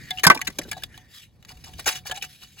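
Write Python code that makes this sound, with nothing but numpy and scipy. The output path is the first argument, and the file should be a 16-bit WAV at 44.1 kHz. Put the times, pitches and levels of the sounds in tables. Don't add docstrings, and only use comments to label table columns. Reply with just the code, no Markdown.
import sys
import numpy as np
from scipy import signal
from scipy.fft import rfft, irfft
from scipy.io import wavfile
from scipy.ndimage import uniform_filter1d

SR = 44100
rng = np.random.default_rng(int(sys.argv[2]) if len(sys.argv) > 2 else 0)


def dump_mix(stems):
    frames = np.atleast_2d(stems).T
    limited = np.clip(frames, -1, 1)
    pcm = np.round(limited * 32767).astype(np.int16)
    wavfile.write(sys.argv[1], SR, pcm)


def elevation(decibels):
    levels = np.asarray(decibels, float)
    return 10 ** (levels / 20)


N = 114660

# frequency in Hz, phase in radians.
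PORTS_TOP = [(9300, 3.1), (10600, 0), (12000, 0), (13300, -3.1), (15900, -6.3)]


def read(points, hz):
    f, value = np.transpose(points)
    return np.interp(np.log(hz + 1), np.log(f + 1), value)


def over_time(points):
    return np.interp(np.arange(N) / SR, *np.transpose(points))


def evened(x):
    return x / np.sqrt(np.mean(x ** 2) + 1e-20)


def add(mix, s, sound):
    part = mix[round(s * SR):][:len(sound)]
    part += sound[:len(part)]


def coloured(x, gain):
    return irfft(rfft(x) * gain(np.fft.rfftfreq(x.shape[-1], 1 / SR)), x.shape[-1])


def band(x, hz, focus):
    return signal.lfilter(*signal.iirpeak(hz, focus, fs=SR), x)


def hiss(spectrum, patchy_db, flicker_db, same_low, same_high):
    frames, hz = N // 128 + 5, np.fft.rfftfreq(512, 1 / SR)
    a, b, c, d, patches = rng.standard_normal((frames, 257, 5)).T
    patches = evened(uniform_filter1d(uniform_filter1d(patches, 6, 0), 16, 1))
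    flicker = evened(uniform_filter1d(rng.standard_normal(frames), 4))
    same = read([(300, same_low), (4000, same_high)], hz)[:, None]
    left = a + 1j * b
    right = same * left + np.sqrt(1 - same ** 2) * (c + 1j * d)
    z = np.array([left, right]) * elevation(patchy_db * patches + flicker_db * flicker)
    noise = signal.istft(z, nperseg=512, noverlap=384)[1][:, :N]
    return evened(coloured(noise, lambda f: elevation(read(spectrum, f))))


def grains(count, size):
    grain_db, grains_per_s, clump_db = 2.2, 20000, 2.2
    strength = elevation(grain_db * np.minimum(rng.exponential(1, (count, size)), 4))
    z = rng.standard_normal((count, size)) * strength
    clumps = elevation(clump_db * evened(uniform_filter1d(rng.standard_normal((count, size)), size=120)))
    slipping = rng.random((count, size)) < grains_per_s / SR
    return evened(z * clumps * (0.067 + slipping))


def contact(length, rise, slips):
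    u = np.arange(len(slips)) / SR / max(length, .001)
    return slips * np.minimum(u / rise, 1) * np.exp(-2.5 * u ** 3)


def ring(modes, damping):
    t = np.arange(SR // 3) / SR
    h = sum(elevation(db - 60 * damping * t / t60) * np.sin(2 * np.pi * hz * t) for hz, db, t60 in modes)
    return h / np.linalg.norm(h)


def mottled(grit):
    mottle_db = 3.8
    hz, t, z = signal.stft(grit, SR, nperseg=128)
    patches = uniform_filter1d(rng.standard_normal(z.shape), size=3, axis=0)
    patches = evened(uniform_filter1d(patches, size=4, axis=1))
    return signal.istft(z * elevation(mottle_db * patches), SR, nperseg=128)[1][:N]


def stick(rows, modes, rise, damping, blow):
    # frequency in Hz, level in dB per Hz.
    grit_colour = [(150, -40.5), (300, -17.5), (2630, -7.5), (5000, -6.5), (10000, -12), (13500, -15.5),
                   (15500, -14.5)]
    focus, patch_db = 1.91, -6
    force, grit = np.zeros((2, N))
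    for (s, length, ring_db, hz, grit_db), slips in zip(rows, grains(count=len(rows), size=6000)):
        touch = contact(length, rise, slips)
        peak = np.arange(len(slips)) == round(rise * length * SR)
        strike = blow * np.sqrt(length * SR) * peak
        add(force, s, elevation(ring_db + 3.0) * band(band(touch + strike, hz, focus), hz, 0.77))
        add(grit, s, elevation(grit_db) * (touch + elevation(patch_db) * band(touch, hz, focus)))
    ringing = signal.fftconvolve(force, ring(modes, damping))[:N]
    return ringing + coloured(mottled(grit), lambda f: evened(elevation(read(grit_colour, f))))


def knocks(rows):
    rise_s, rough = 0.0004, .3
    out, t = np.zeros(N), np.arange(SR // 5) / SR
    for (s, db, hz, t60), fibres in zip(rows, rng.standard_normal((len(rows), len(t)))):
        tone = np.sin(2 * np.pi * hz * t) + rough * evened(band(fibres, hz, 4.))
        add(out, s, elevation(db - 60 * t / t60) * (1 - np.exp(-(t / rise_s) ** 2)) * tone)
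    return out


def ports(x, phase, tilt):
    scatter_db, scatter_t60, scatter_top_hz = -6.5, 0.03, 5955
    pair = np.array([coloured(x, lambda hz: elevation(side * read(tilt, hz)) * np.exp(1j * side * read(phase, hz)))
                     for side in (.5, -.5)])
    t = np.arange(SR // 8) / SR
    tail = rng.standard_normal((2, len(t))) * elevation(-60 * t / scatter_t60) * np.minimum(t / 0.002, 1)
    tail = signal.lfilter(*signal.butter(1, scatter_top_hz, fs=SR), tail + 3.3 * tail[::-1])
    scatter = signal.fftconvolve(pair, tail / np.linalg.norm(tail[0]), axes=1)[:, :N]
    return pair + elevation(scatter_db) * scatter


def wind():
    # frequency in Hz, level in dB per Hz.
    air_colour = [(15, -36), (60, -11), (150, -15), (260, -25), (700, -38), (16200, -71.5)]
    # time in seconds, level in dB.
    gusts = [(0, 4.5), (.7, 6.5), (1.02, 0.5), (1.2, -6), (1.6, 5), (2.5, -5.5)]
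    return elevation(-53 + over_time(gusts)) * hiss(air_colour, 2.0, 0.51, 0.79, 0.24)


def cloth():
    # time in seconds, level in dB.
    movement = [(0, -57), (.1, -52.5), (.16, -54), (.32, -60), (.55, -58), (.85, -55.5), (.88, -69.5),
                (.95, -57.5), (1.07, -70), (1.14, -48.5), (1.23, -51), (1.28, -71.5), (1.38, -75),
                (1.5, -64), (1.99, -50.5), (2.03, -67.5), (2.3, -52.5), (2.5, -59)]
    # frequency in Hz, level in dB per Hz.
    cloth_colour = [(200, -40.5), (1000, -27.5), (1900, -12.5), (3500, -8), (7000, -13.5), (10500, -16.5),
                    (15500, -17)]
    return elevation(over_time(movement)) * hiss(cloth_colour, 3.2, 2.0, .3, .2)


def sleeve():
    # time in seconds, level in dB.
    rubbing = [(0, -49), (.1, -50.5), (0.202, -81.5), (.86, -75), (.92, -56.5), (1.101, -66), (1.23, -69),
               (1.3, -85)]
    hz = 1900
    rub = band(band(grains(count=1, size=N)[0], hz, 4.), hz, 3.)
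    return elevation(over_time(rubbing)) * evened(rub)


def thin_stick():
    # frequency in Hz, level in dB, t60 in seconds.
    thin_modes = [(740, 5.5, 0.35), (877, -2, 0.19), (1019, -17.5, 0.019), (1677, -4.5, 0.13),
                  (2200, -7.5, 0.01), (2920, 1, 0.012), (2960, -3, 0.09), (3600, -4.5, 0.052),
                  (4603, -7.5, 0.014)]
    # start in seconds, contact in seconds,
    # ring in dB, loudest region in Hz, grit in dB.
    free_tap = [
        (.105, 0.0066, -20, 1700, -24),
    ]
    # start in seconds, contact in seconds, ring in dB,
    # loudest region in Hz, grit in dB.
    bounces = [(.173, 0.005, -55, 2950, -42.5), (.184, 0.0057, -53, 3000, -43),
               (.190, 0.015, -43, 3250, -34), (.407, 0.0063, -40, 1940, -35.5),
               (.414, .006, -12, 2310, -21), (.585, 0.0083, -21.5, 2220, -16.5),
               (.614, 0.01052, -33, 1930, -40), (.681, 0.022, -62, 4090, -44),
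               (.712, 0.013, -26.5, 2020, -25), (.728, 0.0068, -21, 1840, -29),
               (.766, 0.024, -41, 1370, -42), (.803, 0.0046, -46.5, 3800, -52.5),
               (.821, 0.0063, -33, 1660, -48), (.834, 0.0053, -48.5, 4110, -27),
               (.940, 0.0056, -35, 1760, -69), (.976, 0.0032, -37, 2060, -37),
               (1.508, 0.02, -48, 1083, -43.5), (1.670, 0.031, -49.5, 1010, -55),
               (1.733, 0.0086, -38, 3100, -45.5), (2.109, 0.017, -24, 1840, -27.5)]
    # start in seconds, length in seconds, grit in dB, loudest region in Hz.
    scrapes = [(.445, .02, -43.5, 3800), (0.629, 0.018, -47.5, 4040), (1.426, 0.0022, -45, 2930),
               (1.448, 0.0072, -42, 1835), (1.48, 0.036, -45, 2940), (1.569, 0.0099, -51, 2900),
               (1.638, 0.017, -38, 2300), (1.647, 0.06, -46.5, 4440), (1.779, 0.015, -44.5, 5970),
               (1.789, 0.025, -34.5, 2080), (1.843, 0.0048, -40.5, 5500), (1.857, 0.018, -20.5, 2330),
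               (1.872, .015, -16.5, 1770), (1.88, 0.023, -20, 2530), (1.898, 0.022, -30, 2140),
               (1.905, 0.043, -32, 2390), (1.938, .055, -35, 3050), (2.048, 0.065, -38, 4400),
               (2.094, 0.011, -37.5, 4400), (2.137, 0.057, -40, 2540), (2.168, .02, -39.5, 3350),
               (2.221, 0.014, -30.5, 3100), (2.224, 0.042, -38.5, 2900), (2.406, 0.057, -45, 3210),
               (2.561, 0.078, -46, 3060)]
    grounded_db = -8
    lying = [(hz, db + grounded_db * (k == 0), t60) for k, (hz, db, t60) in enumerate(thin_modes)]
    drags = [(s, length, db, hz, db) for s, length, db, hz in scrapes]
    tapped = stick(free_tap, thin_modes, .45, 1., .8)
    bounced = stick(bounces, lying, .5, 1.7, .4)
    return tapped + bounced + stick(drags, lying, 0.4, 1.59, 0)


def ground_knocks():
    # start in seconds, peak in dB, pitch in Hz, t60 in seconds.
    spots = [(.107, -24, 2110, 0.038), (.108, -14.5, 3537, 0.024), (.1735, -31.5, 2770, .045),
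             (.1845, -20.5, 2960, .025), (.194, -32.5, 3005, 0.052), (.416, -24, 1990, 0.026),
             (.6145, -31, 2010, .03), (.650, -44.5, 1550, 0.07), (.682, -33, 380, 0.023),
             (.714, -23.5, 2300, 0.028), (.767, -35, 740, 0.042), (.780, -37, 703, 0.032),
             (2.037, -52, 2310, .03), (2.056, -38, 838, 0.045), (2.058, -40.5, 1674, 0.16),
             (2.096, -34.5, 1662, 0.12), (2.112, -21, 3100, .03), (2.122, -34, 659, .03),
             (2.154, -42.5, 2200, 0.041), (2.172, -34.5, 3860, 0.022), (2.175, -36.5, 800, 0.057),
             (2.213, -32, 3080, .03), (2.222, -25.5, 2648, 0.046), (2.248, -33, 2700, .03)]
    return knocks(spots)


def thick_stick():
    # start in seconds, contact in seconds, ring in dB, loudest region in Hz, grit in dB.
    blows = [(.233, 0.02, -37.5, 2150, -14.5), (.243, 0.0046, -28.5, 1890, -24),
             (.247, .009, -19.5, 1760, -17.5), (.2665, 0.011, -3, 1130, -2.5),
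             (.2995, .0045, 2.5, 1210, -11.5), (.309, 0.017, -11, 1990, -27.5),
             (.345, 0.015, -34, 800, -32), (.361, 0.011, -38.5, 930, -39.5),
             (.375, 0.0043, -33, 2347, -35.5), (.391, 0.0087, -40.5, 1110, -43),
             (.470, 0.014, -37.5, 2010, -25.5), (.497, 0.015, -50.5, 2000, -44.5)]
    # frequency in Hz, level in dB, t60 in seconds.
    thick_modes = [(707.5, -4, 0.12), (846, -16, 0.042), (1005, -5.5, 0.03), (1087.7, -6.5, 0.053),
                   (1160, 6, .025), (1386, -15, .03), (1520, -5.5, 0.085), (1790, -14.5, .025),
                   (1983, -6.5, 0.061), (2830, -14, .03), (3300, -15.5, .025), (4400, -12, .022)]
    return stick(blows, thick_modes, .25, 1.0, 0.77)


def pile_knocks():
    # start in seconds, peak in dB, pitch in Hz, t60 in seconds.
    spots = [(.2355, -12.5, 1930, 0.029), (.2435, -9.5, 1880, 0.028), (.249, -7, 1760, 0.033),
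             (.2545, -23, 650, 0.15), (.2705, -8.5, 2100, .03), (.3005, -2, 2050, 0.047),
             (.308, -12, 1983, 0.09), (.312, -22.5, 560, .06), (.358, -33, 900, 0.037),
             (.374, -21.5, 2400, 0.012), (.392, -32.5, 1120, 0.063), (.4695, -26, 1900, 0.027),
             (.4765, -26.5, 2008, 0.054), (.478, -34.5, 1561, 0.036), (.502, -37.5, 2010, 0.034)]
    return knocks(spots)


def thuds():
    # start in seconds, level in dB, pitch in Hz.
    bumps = [(0.264, -13.5, 170.7), (0.301, -18, 357), (0.357, -32.5, 241.4), (0.476, -34, 218),
             (0.589, -29.5, 285), (.652, -40.5, 248), (1.551, -35, 57.3), (1.735, -34.5, 56.3),
             (1.79, -41, 641), (1.867, -33, 358), (2.096, -37.5, 546)]
    cycles, base_s, soil_hz = 6, 0.075, 200
    out, t = np.zeros(N), np.arange(SR // 4) / SR
    for (s, db, hz), soil in zip(bumps, rng.standard_normal((len(bumps), len(t)))):
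        crumble = evened(band(band(soil, hz, 0.74), hz, 0.74))
        push = np.sin(2 * np.pi * hz * t) + 1.2 * min(hz / soil_hz, 1) * crumble
        add(out, s, elevation(db - 60 * t / (base_s + cycles / hz)) * push * np.minimum(t * hz, 1))
    return out


def ticks():
    # start in seconds, peak in dB, pitch in Hz, t60 in seconds.
    specks = [
        (.2672, -10, 7900, 0.0077),
        (.530, -41, 4000, .006),
        (.8355, -32, 6570, 0.0041),
        (.976, -44, 8000, .004),
        (1.506, -45.5, 923, .1),
        (1.668, -43.5, 922, 0.14),
        (1.862, -24.5, 1600, 0.027),
        (1.866, -20, 863, .05),
        (1.875, -24.5, 1450, 0.021),
        (2.110, -36, 1710, 0.12),
    ]
    return knocks(specks)


def scene():
    # frequency in Hz, phase in radians.
    pile_phase = [(300, 0), (1900, -.8), (2760, -2.7), (3700, -1.9), (5900, -3.2), (6500, .5)] + PORTS_TOP
    ground_phase = [(1100, -.2), (3200, 1.5), (4600, .4), (6700, 6.5)] + PORTS_TOP
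    # frequency in Hz, left over right in dB.
    pile_tilt = [(400, 4.5), (800, -7), (2400, 6), (12000, -1.5)]
    ground_tilt = [(300, 2.5), (12000, .3)]
    rustle = cloth()
    pile = thick_stick() + pile_knocks()
    ground = thin_stick() + rustle[0] + ground_knocks() + sleeve() + ticks()
    mix = ports(pile, pile_phase, pile_tilt) + ports(ground, ground_phase, ground_tilt)
    return mix + thuds() + wind() + 0.61 * rustle[1]


def low_pass(x):
    return signal.sosfilt(signal.butter(12, 16390, fs=SR, output="sos"), x)


def record(dry):
    # frequency in Hz, width in Hz, depth in dB.
    dips = [(9200, 450, -7), (13500, 600, -9)]
    x = coloured(dry, lambda f: elevation(sum(db * np.exp(-((f - hz) / width) ** 2) for hz, width, db in dips)))
    x = np.clip(x, -1.0, 1.0)
    edge = signal.firwin(255, 16300, window=("kaiser", 7), fs=SR)
    x = signal.oaconvolve(x, edge[None], "same")
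    return low_pass(x)


dry = scene()
out = record(dry)
dump_mix(out)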